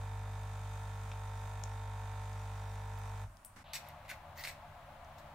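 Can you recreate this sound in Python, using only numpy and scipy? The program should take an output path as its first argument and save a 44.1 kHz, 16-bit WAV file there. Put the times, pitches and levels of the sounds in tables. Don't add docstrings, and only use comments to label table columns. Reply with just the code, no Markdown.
import sys
import numpy as np
from scipy import signal
from scipy.fft import rfft, irfft, next_fast_len
from scipy.io import wavfile
from scipy.ndimage import uniform_filter1d

SR = 44100
rng = np.random.default_rng(int(sys.argv[2]) if len(sys.argv) > 2 else 0)


def to_wav(s):
    ch = np.atleast_2d(s).T
    pcm = np.round(np.clip(ch, -1, 1) * 32767)
    wavfile.write(sys.argv[1], SR, pcm.astype(np.int16))


def ratio_of_db(decibels):
    return 10 ** (np.asarray(decibels, float) / 20)


N = 235714

MAINS_HZ = 49.965
STOP_S, CLICK_S, CUT_S = 3.226, 3.4484, 3.641
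CUTOFF_HZ = 15790

# frequency in Hz, likeness from 0 to 1.
MACHINE_LIKENESS = [(60, 0.56), (180, 1.0), (550, 0.88), (1650, 0.33), (4970, 0.18), (15000, 0.079)]
# frequency in Hz, left over right in dB.
MACHINE_BALANCE = [(60, 5), (150, -5), (380, 3.5), (950, -0.5), (2380, -4), (5980, 5.5), (15000, 10)]
# start in seconds, rise in seconds, hold in seconds, crust level in dB,
# plate above crust in dB.
KNIFE_STROKES = [(3.732, .0015, 0.031, -45, -3.5), (4.047, .009, .002, -70, 9),
                 (4.08, 0.025, .012, -54, 4.5), (4.356, 0.033, .03, -58, 1), (4.437, .001, .006, -46, 0.5),
                 (4.461, .011, 0.017, -49, 0.5), (5.178, 0.0066, 0.0018, -62, -6),
                 (4.091, 0.0017, 0.013, -55, -3), (4.361, .006, .008, -65, 2), (4.42, .01, .006, -57.5, -1),
                 (4.493, .004, .012, -57, -3), (4.447, .003, .011, -49.5, 2), (3.795, .005, .008, -64, 2),
                 (3.835, .01, .06, -67, 4)]


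def unit(x):
    return x / np.sqrt(np.mean(x ** 2) + 1e-20)


def at_hz(points, hz):
    points = np.array(points)
    return np.interp(np.log(hz + 1), np.log(points[:, 0]), points[:, 1])


def panned(x, db):
    return x * ratio_of_db(np.array([[db / 2], [-db / 2]]))


def drift(rate, count=N):
    place = np.arange(count) / SR * rate * 2
    steps = np.convolve(rng.standard_normal(int(place[-1]) + 4), [.5, .8, .5], "valid")
    return np.interp(place, np.arange(len(steps)), steps)


def two_sides(mid, side, alike):
    return np.sqrt(1 + alike) * mid + np.sqrt(1 - alike) * side * [[1], [-1]]


def air(spectrum, peaks, likeness, balance):
    size = next_fast_len(N)
    hz = np.arange(size // 2 + 1) * SR / size
    power = 1 + sum(ratio_of_db(2 * db) / (1 + (2 * (hz - at) / width) ** 4) for at, width, db in peaks)
    gain = ratio_of_db(at_hz(spectrum, hz)) * np.sqrt(power) * (hz > 18)
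    mid, side = rfft(rng.standard_normal((2, size)))
    both = two_sides(mid, side, np.clip(at_hz(likeness, hz), 0, 1))
    lean = ratio_of_db(at_hz(balance, hz) / 2 * np.array([[1], [-1]]))
    return unit(irfft(gain * both * lean, size)[:, :N])


def resonate(x, hz, width):
    r = np.exp(-np.pi * width / SR)
    feedback = [1, -2 * r * np.cos(2 * np.pi * hz / SR), r * r]
    return signal.lfilter([(1 - r * r) / 2, 0, (r * r - 1) / 2], feedback, x)


def band(x, low_hz, high_hz):
    return signal.sosfilt(signal.butter(3, [low_hz, high_hz], "band", fs=SR, output="sos"), x)


def add(out, s, hz, width, db, length=.3):
    t = np.arange(int(length * SR)) / SR
    at = round(s * SR)
    ring = ratio_of_db(db) * np.sin(2 * np.pi * hz * t) * np.exp(-np.pi * width * t)
    out[at:at + len(t)] += ring[:N - at]


def gesture(s, rise, hold, db, fall, depth_db=18):
    t = np.arange(N) / SR - s
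    below_db = np.maximum(depth_db * (1 - t / rise), fall * (t - rise - hold)).clip(0, 100)
    return np.where(t < 0, -150, db - below_db)


def pump():
    t = np.arange(N) / SR
    strokes = MAINS_HZ * t
    valve_db = valve_opening(strokes % 1)
    flow_db = -228 * np.maximum(t - STOP_S, 0)
    return pump_tones(t) + ratio_of_db(flow_db) * (rattle(strokes, valve_db) + whistle(valve_db))


def tone_levels(t):
    run_down_db_per_s2 = 10000
    off = np.maximum(t - STOP_S, 0)
    rocking = off - 0.02
    hum_db = 0.5 + 1.5 * np.exp(-t / 0.41) - run_down_db_per_s2 * np.maximum(rocking, 0) ** 2
    hum_db += 1.5 * np.exp(-(rocking / 0.012) ** 2)
    buzz_db = 0.86 - 0.02 * np.tanh((t - 1.9) / 0.45) + 0.34 * drift(1.5)
    return hum_db, buzz_db - run_down_db_per_s2 * off ** 2


def pump_tones(t):
    # multiple of mains, level in dB, left over right
    # in dB.
    housing_tones = [(1, -49, 0), (2, -44, 0), (3, -64, 0), (4, -67, 0), (5, -74, 0), (8, -78, -1),
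                     (9, -65, -2), (11, -71, -2), (12, -69, 0),
                     (13, -71, -6), (14, -69, 0), (15, -64, 1), (16, -63, -1), (17, -67, -5), (18, -59, -3),
                  (19, -62, -4), (20, -68, 2), (21, -69, -7), (22, -69, -10), (23, -82, -13), (25, -76, -4),
                  (26, -70, -4), (27, -69, -3), (28, -70, 1), (29, -74, 2), (30, -85, -11), (31, -74, 2),
                  (32, -76, -1), (34, -78, 3), (35, -71, -8), (36, -83, -16), (37, -77, -6), (38, -82, -6),
                  (39, -79, -1), (40, -78, -6), (41, -80, -3), (42, -81, -6)]
    # Hz, width in Hz, moment as share of a stroke, level in dB.
    struck_parts = [(495, 56, 0.862, 7), (660, 30, 0.351, 7), (759, 30, 0.601, 0), (892, 32, 0.941, 5),
                    (1091, 120, 0.068, -15), (1403, 49, 0.908, -6), (1718, 82, 0.125, -9),
                    (2031, 78, 0.735, 3)]
    crest_lags = [.109, .209, .295, .075, .04]
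    hum_db, buzz_db = tone_levels(t)
    hum, buzz = ratio_of_db(hum_db), ratio_of_db(buzz_db)
    span = round((STOP_S + .1) * SR)
    out = np.zeros((2, N))
    for order, db, pan_db in housing_tones + whine():
        heavy = order <= len(crest_lags)
        if heavy:
            lag = -2 * np.pi * order * crest_lags[order - 1]
        else:
            rings = sum(ratio_of_db(g) * np.exp(-2j * np.pi * order * when)
                        / (1 + 2j * (order * MAINS_HZ - hz) / width)
                        for hz, width, when, g in struck_parts)
            lag = np.angle(rings)
        lag += 1.2 * np.sin(order ** 2) * (order > 35)
        waver = min(.04 * order, 1.1) * np.array([drift(4, count=span), drift(5, count=span)])
        wave = np.cos(2 * np.pi * order * MAINS_HZ * t[:span] + lag + .17 * waver[0])
        wave *= (hum if heavy else buzz)[:span]
        out[:, :span] += panned(np.sqrt(2) * ratio_of_db(db + 1.3 * waver[1]) * wave, pan_db)
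    return out


def whine():
    # Hz, width in Hz, level in dB.
    valve_body = [(2300, 240, -80), (2486, 100, -80), (3180, 170, -86.5), (3630, 150, -83),
                  (3640, 82, -81.5), (4110, 130, -90.5), (4830, 320, -91.5)]
    orders = np.arange(43, 101)
    power = sum(ratio_of_db(2 * db) / (1 + (2 * (orders * MAINS_HZ - hz) / width) ** 2)
                for hz, width, db in valve_body)
    uneven_db = np.sin(orders ** 2) + 2.5 * (-1.) ** orders
    pan_db = -7 + np.cos(orders ** 2)
    return list(zip(orders, 10 * np.log10(power) + uneven_db, pan_db))


def valve_opening(phase):
    # moment as share of a stroke, width as share of a stroke, lift in dB.
    openings = [(.69, 0.03, 6.5), (.82, 0.038, 5.5)]
    return sum(db * np.exp(-.5 * ((phase - when) / width) ** 2) for when, width, db in openings)


def rattle(strokes, valve_db):
    # frequency in Hz, level in dB per Hz.
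    rattle_colour = [(30, -24), (64, -16), (115, -11.5), (200, -32), (330, -28), (480, -24.5), (560, -13),
                     (900, -9.5), (1300, -10.5), (2200, -18), (4300, -24), (8300, -24), (9300, -29),
                     (15800, -38)]
    # Hz, width in Hz, level in dB.
    rattle_rings = [(25.2, 5, 6), (40.2, 8.6, 14), (52, 5.9, 7), (88, 6, 20.5), (100, 5.1, 12.5),
                    (308, 40, 5), (450, 12, 8), (538.5, 7.8, 10.5), (898, 25, 7), (2540, 48, 3),
                    (3654, 77, 6), (5840, 150, -7), (6290, 470, 2), (7040, 260, 3.5), (8160, 290, 1.5),
                    (12800, 1100, 2)]
    noise = air(rattle_colour, rattle_rings, MACHINE_LIKENESS, MACHINE_BALANCE)
    low = signal.sosfiltfilt(signal.butter(2, 1800, fs=SR, output="sos"), noise)
    strength = np.clip(1 + 0.052 * rng.standard_normal(int(strokes[-1]) + 1), 0, 1.6)
    hiss_db = valve_db * strength[strokes.astype(int)] - 1.5 + 0.74 * drift(11)
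    swell_db = 2 * np.cos(2 * np.pi * (strokes - .15))
    return ratio_of_db(-57.5) * (low * ratio_of_db(swell_db) + (noise - low) * ratio_of_db(hiss_db))


def whistle(valve_db):
    # Hz, width in Hz, level in dB.
    outlet = [(5620, 110, 1), (15500, 90, -8)]
    out = np.zeros(N)
    for hz, width, db in outlet:
        narrow = unit(resonate(resonate(rng.standard_normal(N), hz, width), hz, width))
        out += ratio_of_db(db + valve_db + 3.5 * drift(21.98)) * narrow
    open_db = -11
    narrow_db = gesture(2.2, 0.52, 0, 0, 9, depth_db=-open_db)
    return panned(ratio_of_db(-78.5 + np.maximum(narrow_db, open_db)) * out, 5.7)


def settling():
    return rocking_feet() + jingle() + ticking() + clean_contacts()


def rocking_feet():
    # start in seconds, Hz, peak in dB, t60 in seconds.
    rocks = [
        (3.277, 42, -46, 0.25),
        (3.301, 94, -49, .3),
        (3.491, 100, -56.5, 0.7),
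        (3.59, 80, -55, .4),
    ]
    feet = np.zeros(N)
    for s, hz, db, t60 in rocks:
        add(feet, s, hz, 2.1 / t60, db, length=3.63 - s)
    return feet * np.ones((2, 1))


def jingle():
    # low edge in Hz, high edge in Hz, level in dB, t60 in seconds.
    thin_parts = [(7650, 9900, -57, 0.1), (7960, 9200, -56.5, 0.18), (9600, 10000, -60, .14),
                  (10300, 15700, -57, .11)]
    since = np.arange(N) / SR - CLICK_S
    out = np.zeros((2, N))
    for low_hz, high_hz, db, t60 in thin_parts:
        shimmer = unit(band(rng.standard_normal((2, N)), low_hz, high_hz))
        out += panned(shimmer * ratio_of_db(db - 60 * np.abs(since) / t60) * (since > 0), 6.6)
    return out


def ticking():
    # start in seconds, peak in dB, Hz, width in Hz, left over right in dB.
    lone_ticks = [(1.1166, -40, 2630, 1100, 2), (1.115, -52, 1400, 340, 0), (1.123, -49, 2900, 1200, 0),
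                  (1.6375, -40, 6390, 2400, 11), (2.331, -45, 6900, 3200, 7), (2.989, -47, 13000, 4000, 3),
                  (3.370, -49.5, 6200, 2900, 12), (3.563, -55, 2300, 1400, 3), (3.5705, -56, 7800, 5000, 5),
                  (3.574, -56, 1300, 900, 3), (3.4585, -53, 8300, 700, 6), (3.8872, -39, 12900, 2000, 2),
                  (5.047, -53, 5900, 2500, 0), (1.1167, -60, 5550, 400, 4)]
    # peak in dB, Hz, width in Hz, left over right in dB.
    valve_click = [(-51, 9200, 740, 3), (-48, 12900, 810, 7), (-52, 10900, 680, -1), (-58, 3900, 1200, -1),
                   (-56, 6400, 900, 5), (-54, 15000, 2000, 3)]
    overtone, overtone_db = 1.77, -16.5
    overtones = [(s, db + overtone_db, hz * overtone, width, pan_db)
                 for s, db, hz, width, pan_db in lone_ticks if hz * overtone < CUTOFF_HZ]
    click = [(CLICK_S, *ring) for ring in valve_click]
    out = np.zeros((2, N))
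    for s, db, hz, width, pan_db in lone_ticks + overtones + click:
        tick = np.zeros(N)
        for k, (delay, spread) in enumerate(rng.random((4, 2))):
            contact_hz = hz + width * ((k + spread) / 4 - .5)
            add(tick, s + .0009 * delay, contact_hz, 0.29 * width, 0, length=.07)
        out += panned(ratio_of_db(db - 1.5) * tick / np.abs(tick).max(), pan_db)
    return out


def clean_contacts():
    # start in seconds, peak in dB, Hz, width in Hz, left over right in dB.
    contacts = [(1.6373, -39, 5430, 320, 10), (1.6376, -38.5, 6670, 300, 11), (1.6385, -41, 7300, 300, 11),
                (1.6373, -48, 10000, 500, 6), (1.1165, -42.5, 2570, 200, 2), (1.1165, -52, 5500, 200, 5),
                (1.1168, -50, 1400, 200, 0), (1.1255, -49, 3700, 300, 0), (1.121, -52, 3700, 250, 0),
                (3.4486, -41, 9200, 230, 3), (3.4488, -51, 12900, 250, 5), (3.4486, -54, 4000, 500, 0),
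                (3.4486, -54, 5500, 500, 2), (3.449, -51, 10800, 250, 0), (3.4615, -50, 8300, 250, 5),
                (3.4635, -52, 9000, 250, 5), (3.474, -54, 8700, 300, 5), (4.0815, -55, 11300, 400, 0),
                (4.0815, -57, 14500, 900, 0), (4.054, -60, 9500, 1500, 0), (4.3765, -50, 5000, 1500, 0),
                (3.5695, -58, 13000, 900, 3), (3.8872, -52, 9000, 700, 2), (4.4895, -52, 12700, 60, 0),
                (3.7355, -45, 8050, 40, 1), (3.7535, -42, 7950, 35, 1), (1.6355, -49, 4000, 500, 5),
                (3.5635, -53, 2100, 400, 2)]
    out = np.zeros((2, N))
    for s, db, hz, width, pan_db in contacts:
        contact = np.zeros(N)
        add(contact, s, hz, width, db, length=.03)
        out += panned(contact, pan_db)
    return out


def knife():
    slide_db = gesture(3.642, rise=0.02, hold=0.11, db=-64, fall=2500, depth_db=9)
    slide = unit(band(rng.standard_normal(N), 2500, 4000)) * ratio_of_db(slide_db)
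    out = scraping() + panned(crumbs() + slide + singing(), .5)
    return np.array([np.roll(out[0], 1), out[1]])


def stroke_pressure():
    # level above the stroke in dB, first touch under full in dB, fall in dB per second.
    letting_go = [
        (0, 11, 450),
        (-0.5, 15, 526),
        (-6, 10, 480),
    ]
    return [np.max([gesture(s, rise, hold, db + above_db + plate_db * (k == 0), fall, depth_db)
                    for s, rise, hold, db, plate_db in KNIFE_STROKES], axis=0)
            for k, (above_db, depth_db, fall) in enumerate(letting_go)]


def scraping():
    # Hz, width in Hz, level in dB.
    plate = [(1710, 230, -7.5), (2020, 184, 9), (2250, 160, -5.5)]
    # Hz, width in Hz, level in dB.
    crust = [(3000, 310, -6), (3560, 540, 4.5), (4470, 140, -7), (5660, 280, 1.5), (6380, 250, -7.5)]
    # Hz, width in Hz, level in dB.
    blade = [(8000, 170, -7), (9650, 150, -4), (11400, 200, -3), (12500, 200, 3), (13400, 1100, -3),
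             (15100, 300, 2)]
    # left-right likeness from 0 to 1, left over right in dB, unringing share.
    spreads = [
        (1, 0.5, 0.9),
        (0.5, 1, 1.1),
        (0.1, -0.5, 0.5),
    ]
    out, chatter_db = np.zeros((2, N)), 1.3 * drift(250)
    for modes, level_db, (alike, pan_db, plain) in zip((plate, crust, blade), stroke_pressure(), spreads):
        sizes = ratio_of_db(1.7 * np.minimum(rng.exponential(1, N), 4))
        sizes *= rng.random(N) < 9000 / SR
        mid, side = rng.standard_normal((2, N)) * sizes
        grit = two_sides(mid, side, alike)
        body = sum((-1) ** k * ratio_of_db(db + 1.3 * drift(40)) * unit(resonate(grit, hz, width))
                   for k, (hz, width, db) in enumerate(modes))
        broad = unit(band(grit, 0.89 * modes[0][0], 1.19 * modes[-1][0]))
        level = uniform_filter1d(ratio_of_db(level_db + chatter_db - 0.5), size=20)
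        out += panned(unit(unit(body) + plain * broad) * level, pan_db)
    return out


def crumbs():
    # start in seconds, peak in dB, Hz.
    snaps = [(3.7345, -32, 4540), (3.7356, -34, 3540), (3.7395, -34, 3560), (3.7562, -35.5, 2900),
             (3.767, -34, 2420), (4.089, -40, 2350), (4.0937, -37, 2300), (4.1007, -37, 2450),
             (4.1055, -33, 2020), (4.1068, -32, 2100), (4.1095, -40, 2100), (4.115, -29, 2170),
             (4.1185, -40, 1700), (4.1218, -42, 2000), (4.3948, -41, 1800), (4.4007, -40, 2010),
             (4.415, -39, 1950), (4.375, -42, 2020), (4.438, -34.5, 4400), (4.4392, -34, 1950),
             (4.4418, -37, 4400), (4.443, -37, 2000), (4.4487, -36, 2000), (4.4506, -28.5, 2150),
             (4.456, -36, 2100), (4.4742, -26, 2150), (4.486, -38, 2600), (4.501, -37, 1960)]
    out = np.zeros(N)
    for s, db, hz in snaps:
        add(out, s, hz, 270, db - 3.5, length=.03)
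        add(out, s, 5000, 4000, db - 26, length=.03)
    return out


def singing():
    # stroke number from 0, Hz, width in Hz, level in dB.
    bites = [(0, 2440, 230, -51), (0, 4800, 220, -58.5), (0, 3700, 700, -54), (0, 5760, 500, -52),
             (0, 8000, 90, -53), (0, 13000, 1200, -55), (0, 2150, 230, -57), (0, 11400, 300, -56),
             (2, 1500, 40, -55), (2, 2180, 200, -57), (7, 14900, 500, -57), (7, 12700, 400, -59),
             (7, 9300, 350, -61), (2, 5700, 300, -64), (3, 1910, 160, -54), (3, 4500, 390, -59.5),
             (3, 12800, 250, -61), (3, 15100, 200, -54), (8, 6450, 250, -67), (8, 12800, 300, -63),
             (4, 15100, 400, -62), (5, 15100, 400, -62), (4, 1950, 170, -53), (4, 4650, 410, -51),
             (5, 8150, 120, -57), (5, 9600, 150, -58), (5, 14000, 150, -65), (5, 12600, 200, -62),
             (10, 8100, 200, -63), (9, 9500, 200, -62), (7, 10000, 250, -61), (7, 6700, 300, -60.5),
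             (7, 2170, 200, -51)]
    out = np.zeros(N)
    for stroke, hz, width, db in bites:
        s, rise, hold = KNIFE_STROKES[round(stroke)][:3]
        length = rise / 2 + max(hold, .012) + .012
        share = np.linspace(0, 1, int(length * SR))
        count = int(.1 * SR)
        rough = rng.standard_normal(count) * ratio_of_db(2.2 * np.minimum(rng.exponential(1, count), 4))
        voiced = unit(resonate(rough, hz, width))[-len(share):]
        at = round((s + rise / 2) * SR)
        out[at:at + len(share)] += ratio_of_db(db) * voiced * np.sin(np.pi * share ** 0.84) ** 0.68
    return out


def hand_brush():
    # frequency in Hz, level in dB per Hz.
    brush_colour = [(150, -16), (260, -3), (420, -19), (800, -8), (2200, -13), (3200, -22), (5500, -22),
                    (9500, -30), (15000, -43)]
    level_db = gesture(3.56, rise=.002, hold=.016, db=-56, fall=100) + .6 * drift(80)
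    return ratio_of_db(level_db) * air(brush_colour, [], MACHINE_LIKENESS, MACHINE_BALANCE)


def counter_air():
    # frequency in Hz, level in dB per Hz.
    counter_colour = [(25, -3.5), (45, -7.5), (95, -8.5), (150, -15.5), (210, -16), (350, -27), (480, -32),
                      (600, -15), (1100, -16), (2000, -26.5), (4000, -36.5), (6300, -38), (9000, -34.5),
                      (15800, -45.5)]
    return ratio_of_db(-60) * air(counter_colour, [], MACHINE_LIKENESS, MACHINE_BALANCE)


def table_air(since):
    # frequency in Hz, level in dB per Hz.
    table_colour = [(25, -2), (62, -11.5), (170, -17), (350, -29), (480, -30.5), (530, -12.5), (650, -9),
                    (900, -10), (1500, -17.5), (2500, -24.5), (4000, -30.5), (5000, -37), (9000, -41),
                    (15800, -41.5)]
    # Hz, width in Hz, level in dB.
    table_rings = [(80, 15.5, 11.5), (98, 13, 11), (144.2, 16, 13), (211.4, 11.3, 11), (269, 9.9, 9),
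                   (331, 9.7, 12.5), (400, 29, 5), (461, 12, 10), (586, 22, 0), (708.7, 15.6, 6.5),
                   (860, 38, 1.5)]
    # frequency in Hz, left-right likeness from 0 to 1.
    table_likeness = [(60, 0.95), (180, 0.91), (550, 0.97), (1650, 0.57), (4970, 0.099), (15000, 0.27)]
    # frequency in Hz, left over right in dB.
    table_balance = [(60, 3), (180, 0.0), (550, 2.0), (1650, 3), (4970, 2), (15000, -1)]
    level_db = -52.5 - 3.5 * np.exp(-np.abs(since) / 0.06) + 0.25 * drift(5.6)
    return ratio_of_db(level_db) * air(table_colour, table_rings, table_likeness, table_balance)


def room(x):
    t60_s, level_db = 0.24, -10
    t = np.arange(int(.4 * SR)) / SR
    tail = rng.standard_normal((2, len(t))) * ratio_of_db(-60 * t / t60_s) * (t > .004)
    tail = signal.lfilter([1], [1, -.3], tail)
    tail /= np.sqrt(np.sum(tail ** 2, axis=1, keepdims=True))
    return ratio_of_db(level_db) * signal.fftconvolve(x, tail, axes=1)[:, :N]


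def scene():
    since = np.arange(N) / SR - CUT_S
    counter = (since < 0) * (counter_air() + hand_brush())
    table = (since > 0) * table_air(since)
    ticks, scrape = settling(), knife()
    near = ratio_of_db(-1.5) * ticks + scrape
    bright = signal.sosfilt(signal.butter(2, 500, "high", fs=SR, output="sos"), near)
    fade = np.where(since > 0, 1, np.clip(-since / 0.017, 0, 1))
    return fade * (pump() + counter + table + ticks + scrape + room(bright))


def band_limit(x):
    return signal.sosfilt(signal.butter(12, 16490, fs=SR, output="sos"), x)


def record(dry):
    mid, side = (dry[0] + dry[1]) / 2, (dry[0] - dry[1]) / 2
    side = signal.sosfiltfilt(signal.butter(2, 260, "high", fs=SR, output="sos"), side)
    side = side + ratio_of_db(-54) * mid
    top_cut = signal.ellip(10, .5, 60, CUTOFF_HZ, fs=SR, output="sos")
    mix = signal.sosfilt(top_cut, [mid + side, mid - side])
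    return band_limit(mix)


dry = scene()
out = record(dry)
to_wav(out)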